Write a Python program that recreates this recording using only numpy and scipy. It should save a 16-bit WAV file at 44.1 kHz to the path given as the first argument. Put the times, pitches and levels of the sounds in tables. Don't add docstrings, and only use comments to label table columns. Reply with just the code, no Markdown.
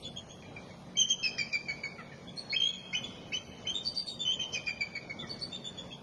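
import sys
import numpy as np
from scipy import signal
from scipy.io import wavfile
from scipy.ndimage import uniform_filter1d

SR = 44100
rng = np.random.default_rng(int(sys.argv[2]) if len(sys.argv) > 2 else 0)


def gain_from_db(level_db):
    decades = np.asarray(level_db, float) / 20
    return 10 ** decades


def master(y):
    cut = np.clip(np.atleast_2d(y).T, -1, 1)
    pcm = np.round(cut * 32767)
    wavfile.write(sys.argv[1], SR, pcm.astype(np.int16))


N = 265482

# (start [s], length [s], pitch [Hz], level [dB], overtone re whistle [dB])
SQUEAKS = [
    (2.366, 0.041, 4310, -45.5, -17.5),
    (2.494, 0.04, 4345, -41, -41),
    (3.848, 0.045, 4616, -38.5, -27.5),
    (3.955, 0.055, 4650, -40, -25),
    (4.066, 0.036, 4490, -45.5, -15.5),
    (5.292, 0.035, 4516, -45, -25.5),
    (5.41, 0.036, 4490, -42, -20.5),
]


def evened(x):
    return x / np.sqrt(np.mean(x ** 2) + 1e-20)


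def read(points, hz):
    f, value = np.transpose(points)
    return np.interp(np.log(hz + 1), np.log(f + 1), value)


def add(mix, s, sound):
    part = mix[round(s * SR):][:len(sound)]
    part += sound[:len(part)]


def wobble(length, span_s):
    size = max(round(span_s * SR), 2)
    noise = rng.standard_normal(length)
    return evened(uniform_filter1d(uniform_filter1d(noise, size), size))


def resonate(x, hz, width_hz):
    turn = np.exp(2j * np.pi * np.cumsum(hz * np.ones(len(x))) / SR)
    r = np.exp(-np.pi * width_hz / SR)
    return 2 * (turn * signal.lfilter([1 - r], [1, -r], x / turn + 1e-18)).real


def hiss(spectrum, patchy_db):
    frames, hz = N // 256 + 5, np.fft.rfftfreq(1024, 1 / SR)
    a, b, patches = rng.standard_normal((frames, 513, 3)).T
    patches = evened(uniform_filter1d(uniform_filter1d(patches, 8, 0), 16, 1))
    level_db = read(spectrum, hz)[:, None] + patchy_db * patches
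    z = (a + 1j * b) * gain_from_db(level_db)
    return evened(signal.istft(z, nperseg=1024, noverlap=768)[1][:N])


def traffic():
    # (frequency [Hz], density [dB per Hz])
    wash = [(12, -87), (20, -77), (77, -3.5), (226, -2), (303, -7.5), (427, -6.5), (545, -6.5),
            (768, -10.5), (957, -14.5), (1140, -16), (2490, -23.5), (3590, -23), (6950, -29.5), (9040, -73),
            (15300, -120)]
    # (frequency [Hz], level [dB])
    engine_tones = [(180.6, -59), (230, -60.5), (142, -60)]
    # (time [s], level [dB])
    drift = [
        (0, 0),
        (2, 0.26),
        (4, 0.2),
        (5.5, 1),
        (6.02, 0),
    ]
    s, drift_db = np.transpose(drift)
    level_db = -50.5 + np.interp(np.arange(N) / SR, s, drift_db) + 1.07 * wobble(N, 0.17)
    noise = rng.standard_normal(N)
    tones = np.zeros(N)
    for hz, db in engine_tones:
        tones += gain_from_db(db) * evened(resonate(resonate(noise, hz, 11.6), hz, 11.6))
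    return gain_from_db(level_db) * hiss(wash, patchy_db=1.5) + tones


def air_level_db():
    # (middle [s], half length [s], change [dB])
    shifts = [(0., 0.25, 9), (1.022, .07, -24.5), (1.155, .07, -31), (2.681, 0.037, 13.5), (3.05, 0.085, 3),
              (3.737, 0.044, 6), (4.385, 0.12, -14.5), (4.702, .03, -12), (4.82, .02, -6),
              (4.9, 0.34, -6.5), (5.68, 0.039, 14)]
    rest_db, lead_s, fade_db_per_s = -84.5, 0.0065, 250.5
    t = np.arange(N) / SR
    level_db = rest_db + sum(db * np.clip(1.5 - 1.4 * abs(t - s) / half_s, 0, 1) for s, half_s, db in shifts)
    power = gain_from_db(2 * level_db)
    for s, length_s, _, db, overtone_db in SQUEAKS:
        fall_db = fade_db_per_s * np.maximum(t - s - length_s, 0)
        swell = np.clip(1 + (t - s) / lead_s, 0, 1) ** 2
        power += swell * gain_from_db(2 * (db + overtone_db - fall_db))
    return 10 * np.log10(power)


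def treble_air():
    # (frequency [Hz], density [dB per Hz])
    swelling = [(7500, -61.5), (7950, -3.5), (8250, 8), (9200, 3.5), (10000, -1), (10600, -22),
                (11500, -54.5)]
    # (frequency [Hz], density [dB per Hz])
    steady = [(9000, -45), (9800, -5.5), (10800, 1), (11400, -7.5), (13000, -17), (15500, -17.5),
              (15800, -53)]
    air_db = air_level_db()
    top_db = -83.5 + 0.27 * (air_db + 82.5) + 2.5 * wobble(N, .06)
    return gain_from_db(air_db + 2.5) * hiss(swelling, patchy_db=3.5) + gain_from_db(top_db) * hiss(steady, patchy_db=5)


def woods(x):
    # (delay [s], level [dB])
    echoes = [
        (.0031, -18.5),
        (.0087, -8),
        (0.0144, -1.5),
        (0.0234, -24.5),
        (.034, -18),
    ]
    # (frequency [Hz], t60 [s])
    decay = [(1500, 2), (3000, 1.52), (5000, 1.46), (7000, 0.98)]
    near = np.zeros(2500)
    for s, db in echoes:
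        near[round(s * SR)] = gain_from_db(db)
    taps = np.zeros(SR)
    at = np.arange(900, SR - 20, 20)
    taps[at + rng.integers(0, 20, len(at))] = rng.choice([-1., 1.], len(at))
    hz, t, z = signal.stft(taps, SR, nperseg=256)
    fall = gain_from_db(-60 * t / read(decay, hz)[:, None]) + 2.8 * gain_from_db(-60 * t / .17)
    tail = signal.istft(z * fall, SR, nperseg=256)[1]
    tail /= np.linalg.norm(tail)
    return signal.oaconvolve(x, near)[:N] + gain_from_db(-6) * signal.fftconvolve(x, tail)[:N]


def rasp(s, length_s, pulse_hz, db, throat_hz, share):
    u = np.linspace(0, 1, round(length_s * SR))
    sag = .24 if throat_hz < 2200 else .03
    phase = 2 * np.pi * np.cumsum(pulse_hz * (1 + sag * (.4 - u ** 2))) / SR
    folds = sum(np.cos(k * phase) for k in range(2, 11))
    breath = rng.standard_normal(len(u))
    drive = (1 - share) * evened(folds) + share * breath
    width_hz = max(.3 * throat_hz, 850)
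    throat = resonate(resonate(drive, throat_hz, width_hz), throat_hz, width_hz)
    return s, gain_from_db(db) * evened(throat) * np.sin(np.pi * u ** .6)


def contour(start_s, length_s, hz, db, overtone_db, bends, shape):
    scoop, glide, droop = bends
    attack, hold_end, first_db, last_db = shape
    u = np.array([0, np.clip(attack, .02, .5), np.clip(hold_end, .52, .95), 1])
    pitch_hz = hz * (1 + np.array([-glide / 2 - scoop, -glide / 2, glide / 2, glide / 2 + droop]))
    level_db = db + np.array([first_db, 0, 0, last_db])
    return np.transpose([start_s + length_s * u, pitch_hz, level_db, level_db + overtone_db])


def note(rows, flutter):
    s, *columns = np.transpose(rows)
    t = np.arange(s[0], s[-1], 1 / SR)
    hz, *levels_db = (np.interp(t, s, c) for c in columns)
    levels_db.append(levels_db[-1] - 12.0)
    pitch, level, breath = flutter[:, :len(t)]
    blur = np.clip((-30 - levels_db[0].max()) / 40, .07, .25)
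    phase = 2 * np.pi * np.cumsum(hz * (1 + .006 * pitch)) / SR
    tone = sum(gain_from_db(db) * np.sin((k + 1) * phase) for k, db in enumerate(levels_db))
    edges = signal.windows.tukey(len(t), .008 * SR / len(t))
    tremble = gain_from_db(2.4 * level) + blur * breath
    return s[0], np.sqrt(2) * tone * tremble * edges


def eagles():
    chatter = [(.422, 0.025, 2420, -53, -26), (.562, 0.022, 2354, -49, -23),
               (.704, 0.019, 2227, -60.5, -13), (.952, 0.018, 2277, -53.5, -11),
               (1.385, 0.04, 2370, -36.5, -5), (1.529, 0.039, 2363, -35.5, -8),
               (1.682, 0.039, 2265, -40, -9.5), (1.832, 0.035, 2254, -40.5, -12.5),
               (4.666, 0.0483, 2402, -37.5, -10), (4.805, .024, 2343, -34.5, -8.5),
               (4.949, 0.033, 2251, -41.5, -9), (5.095, 0.023, 2234, -42.5, -14.5)]
    openers = [
        (.968, 0.067, 3169, -28.5, -5),
        (1.092, 0.044, 3190, -33.5, -2.5),
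        (4.39, 0.054, 3123, -37.5, -12),
        (4.528, 0.034, 3104, -40.5, -7),
    ]
    drops = [
        (1.229, .055, 2577, -36.5, -1),
        (4.544, .04, 2480, -40.5, -9.5),
    ]
    yelps = [
        (2.525, 0.032, 2393, -36, -9.5),
        (2.927, 0.03, 2344, -41, -18),
        (3.318, 0.026, 2407, -44, -22),
        (3.65, 0.029, 2330, -50, -16.5),
    ]
    pipes = [
        (2.947, 0.037, 3074, -37.5, -11.5),
        (3.337, 0.0398, 3077, -38, -11.5),
        (3.668, 0.041, 3140, -38, -13),
        (4.25, 0.08, 3102, -35.5, -16.5),
    ]
    trill = [
        (2.559, .02, 3200, -34, -30),
        (2.597, .108, 3230, -36.5, -19),
    ]
    peeps = [(0.048, 0.04, 3430, -48, -12.5), (0.166, 0.036, 3294, -46.5, -11.1),
             (0.291, 0.042, 3242, -52.5, -9.5), (2.277, 0.028, 3400, -54.5, -22),
             (2.73, 0.04, 3380, -53, -6.5), (3.036, 0.021, 3404, -43, -16.5),
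             (3.747, 0.048, 3652, -39, -12), (4.075, 0.071, 3725, -49, -2.5),
             (4.198, 0.044, 3553, -43, -8.5), (4.33, 0.032, 3440, -47.5, -12.5),
             (5.194, 0.031, 3516, -45.5, -21.5), (5.524, 0.046, 3595, -45, -10.5),
             (5.647, 0.043, 3503, -45, -10), (5.779, 0.033, 3410, -47.5, -14),
             (5.92, 0.032, 3290, -51.5, -17)]
    # (start [s], length [s], level [dB], throat [Hz])
    rasps = [(0.023, 0.066, -54, 3530), (0.968, 0.014, -54, 4300), (1.088, 0.02, -49, 5400),
             (1.228, .031, -46, 4940), (1.682, 0.0085, -61, 4100), (1.837, 0.0077, -71, 3900),
             (2.355, 0.046, -61, 5200), (3.036, .03, -55, 3680), (3.83, 0.063, -57, 5450),
             (3.945, .017, -51, 5300), (4.067, 0.04, -60, 4720), (4.522, 0.055, -50.5, 5220),
             (4.66, .018, -54.5, 5000), (5.267, 0.043, -61.5, 5400), (5.388, 0.036, -58.5, 5140)]
    # (start [s], length [s], pulse [Hz], level [dB], throat [Hz])
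    croaks = [(0.42, 0.025, 584, -57, 2730), (1.381, 0.015, 620, -41.5, 5200),
              (1.382, 0.0063, 614, -43, 2020), (1.527, 0.011, 791, -42.5, 4860),
              (2.927, 0.031, 756, -52.5, 5000), (3.322, 0.039, 762, -51.5, 4700),
              (1.981, 0.043, 629.5, -50.5, 1570), (2.115, 0.029, 562, -55.5, 1920),
              (4.39, 0.017, 622, -48.5, 2600), (5.222, 0.041, 617, -51, 1660),
              (5.524, 0.023, 900, -58.5, 2740), (5.906, .026, 864, -56, 2750)]

    # (rate [Hz], depth)
    sagging = (-.012, -.025, -.015), (.13, .68, -12, -7), (90, .3)
    opening = (.015, .005, -.075), (.36, .58, -11, -9), (50, .2)
    dropping = (-.025, -.015, -.07), (.3, .62, -8, -8), (50, .2)
    sliding = (.01, .14, .015), (.38, .55, -5, -3), (90, .3)
    rising = (0.0033, .04, .001), (0.52, 1.14, -0.5, -5), (60, 0.35)
    stuttering = (-.01, .045, .01), (.08, .75, -4, -5), (58, 2.4)
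    peeping = (.02, .005, -.01), (.3, .7, -13, -7), (100, 1.9)
    squeaking = (.012, .015, .001), (.4, .75, -13, -5), (120, 1.7)

    lead_s = 0.0067
    led_peeps = [(s - lead_s, length_s + lead_s, *rest) for s, length_s, *rest in peeps]
    kinds = [(chatter, sagging), (openers, opening), (drops, dropping), (yelps, sliding),
             (pipes, rising), (trill, stuttering), (led_peeps, peeping), (SQUEAKS, squeaking)]
    voice, t = np.zeros(N), np.arange(8000) / SR
    for notes, (bends, shape, (throb_hz, depth)) in kinds:
        for row in notes:
            flutter = np.array([wobble(8000, .0024), wobble(8000, .0035), wobble(8000, .0006)])
            flutter[1] = .55 * flutter[1] - depth * np.cos(2 * np.pi * throb_hz * t)
            add(voice, *note(contour(*row, bends, shape), flutter))
    for s, length_s, db, throat_hz in rasps:
        add(voice, *rasp(s, length_s, 792, db, throat_hz, share=.87))
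    for row in croaks:
        add(voice, *rasp(*row, share=.2))
    return voice


def scene():
    voice = eagles()
    return (gain_from_db(5.0) * voice + woods(voice) + traffic())[None]


def masked(x):
    hz, t, z = signal.stft(x, SR, nperseg=1024, noverlap=768)
    power = (abs(z[:510]) ** 2).reshape(85, 6, -1).mean(axis=1)
    band_db = 10 * np.log10(uniform_filter1d(power, size=7, axis=1) + 1e-14)
    below_db = np.maximum(np.roll(band_db, 1, axis=0), np.roll(band_db, 2, axis=0))
    loud_db = np.maximum(below_db, np.roll(band_db, -1, axis=0) - 9)
    draws = rng.standard_normal((len(t), 85, 2)).T
    luck, step = (evened(uniform_filter1d(v, size=18, axis=1)) for v in draws)
    margin_db = np.minimum(band_db - loud_db, 0) + 11.5 + 7.5 * luck
    usual_db = np.median(band_db, axis=1, keepdims=True)
    margin_db += np.maximum(band_db - usual_db - 14, 0)
    kept = .02 + .98 / (1 + np.exp(np.clip(-margin_db, -40, 40)))
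    kept *= gain_from_db(2.5 * step * (band_db < loud_db + 3))
    z[30:510] *= np.repeat(kept, 6, axis=0)[30:]
    return signal.istft(z, SR, nperseg=1024, noverlap=768)[1][:N]


def band_limit(x):
    return signal.sosfilt(signal.butter(12, 15720, fs=SR, output="sos"), x)


def record(dry):
    gap_filter = signal.firwin(151, 7190, window=("kaiser", 9), fs=SR)
    low = signal.oaconvolve(masked(dry[0]), gap_filter, "same")
    mix = (low + treble_air())[None]
    return band_limit(mix)


dry = scene()
out = record(dry)
master(out)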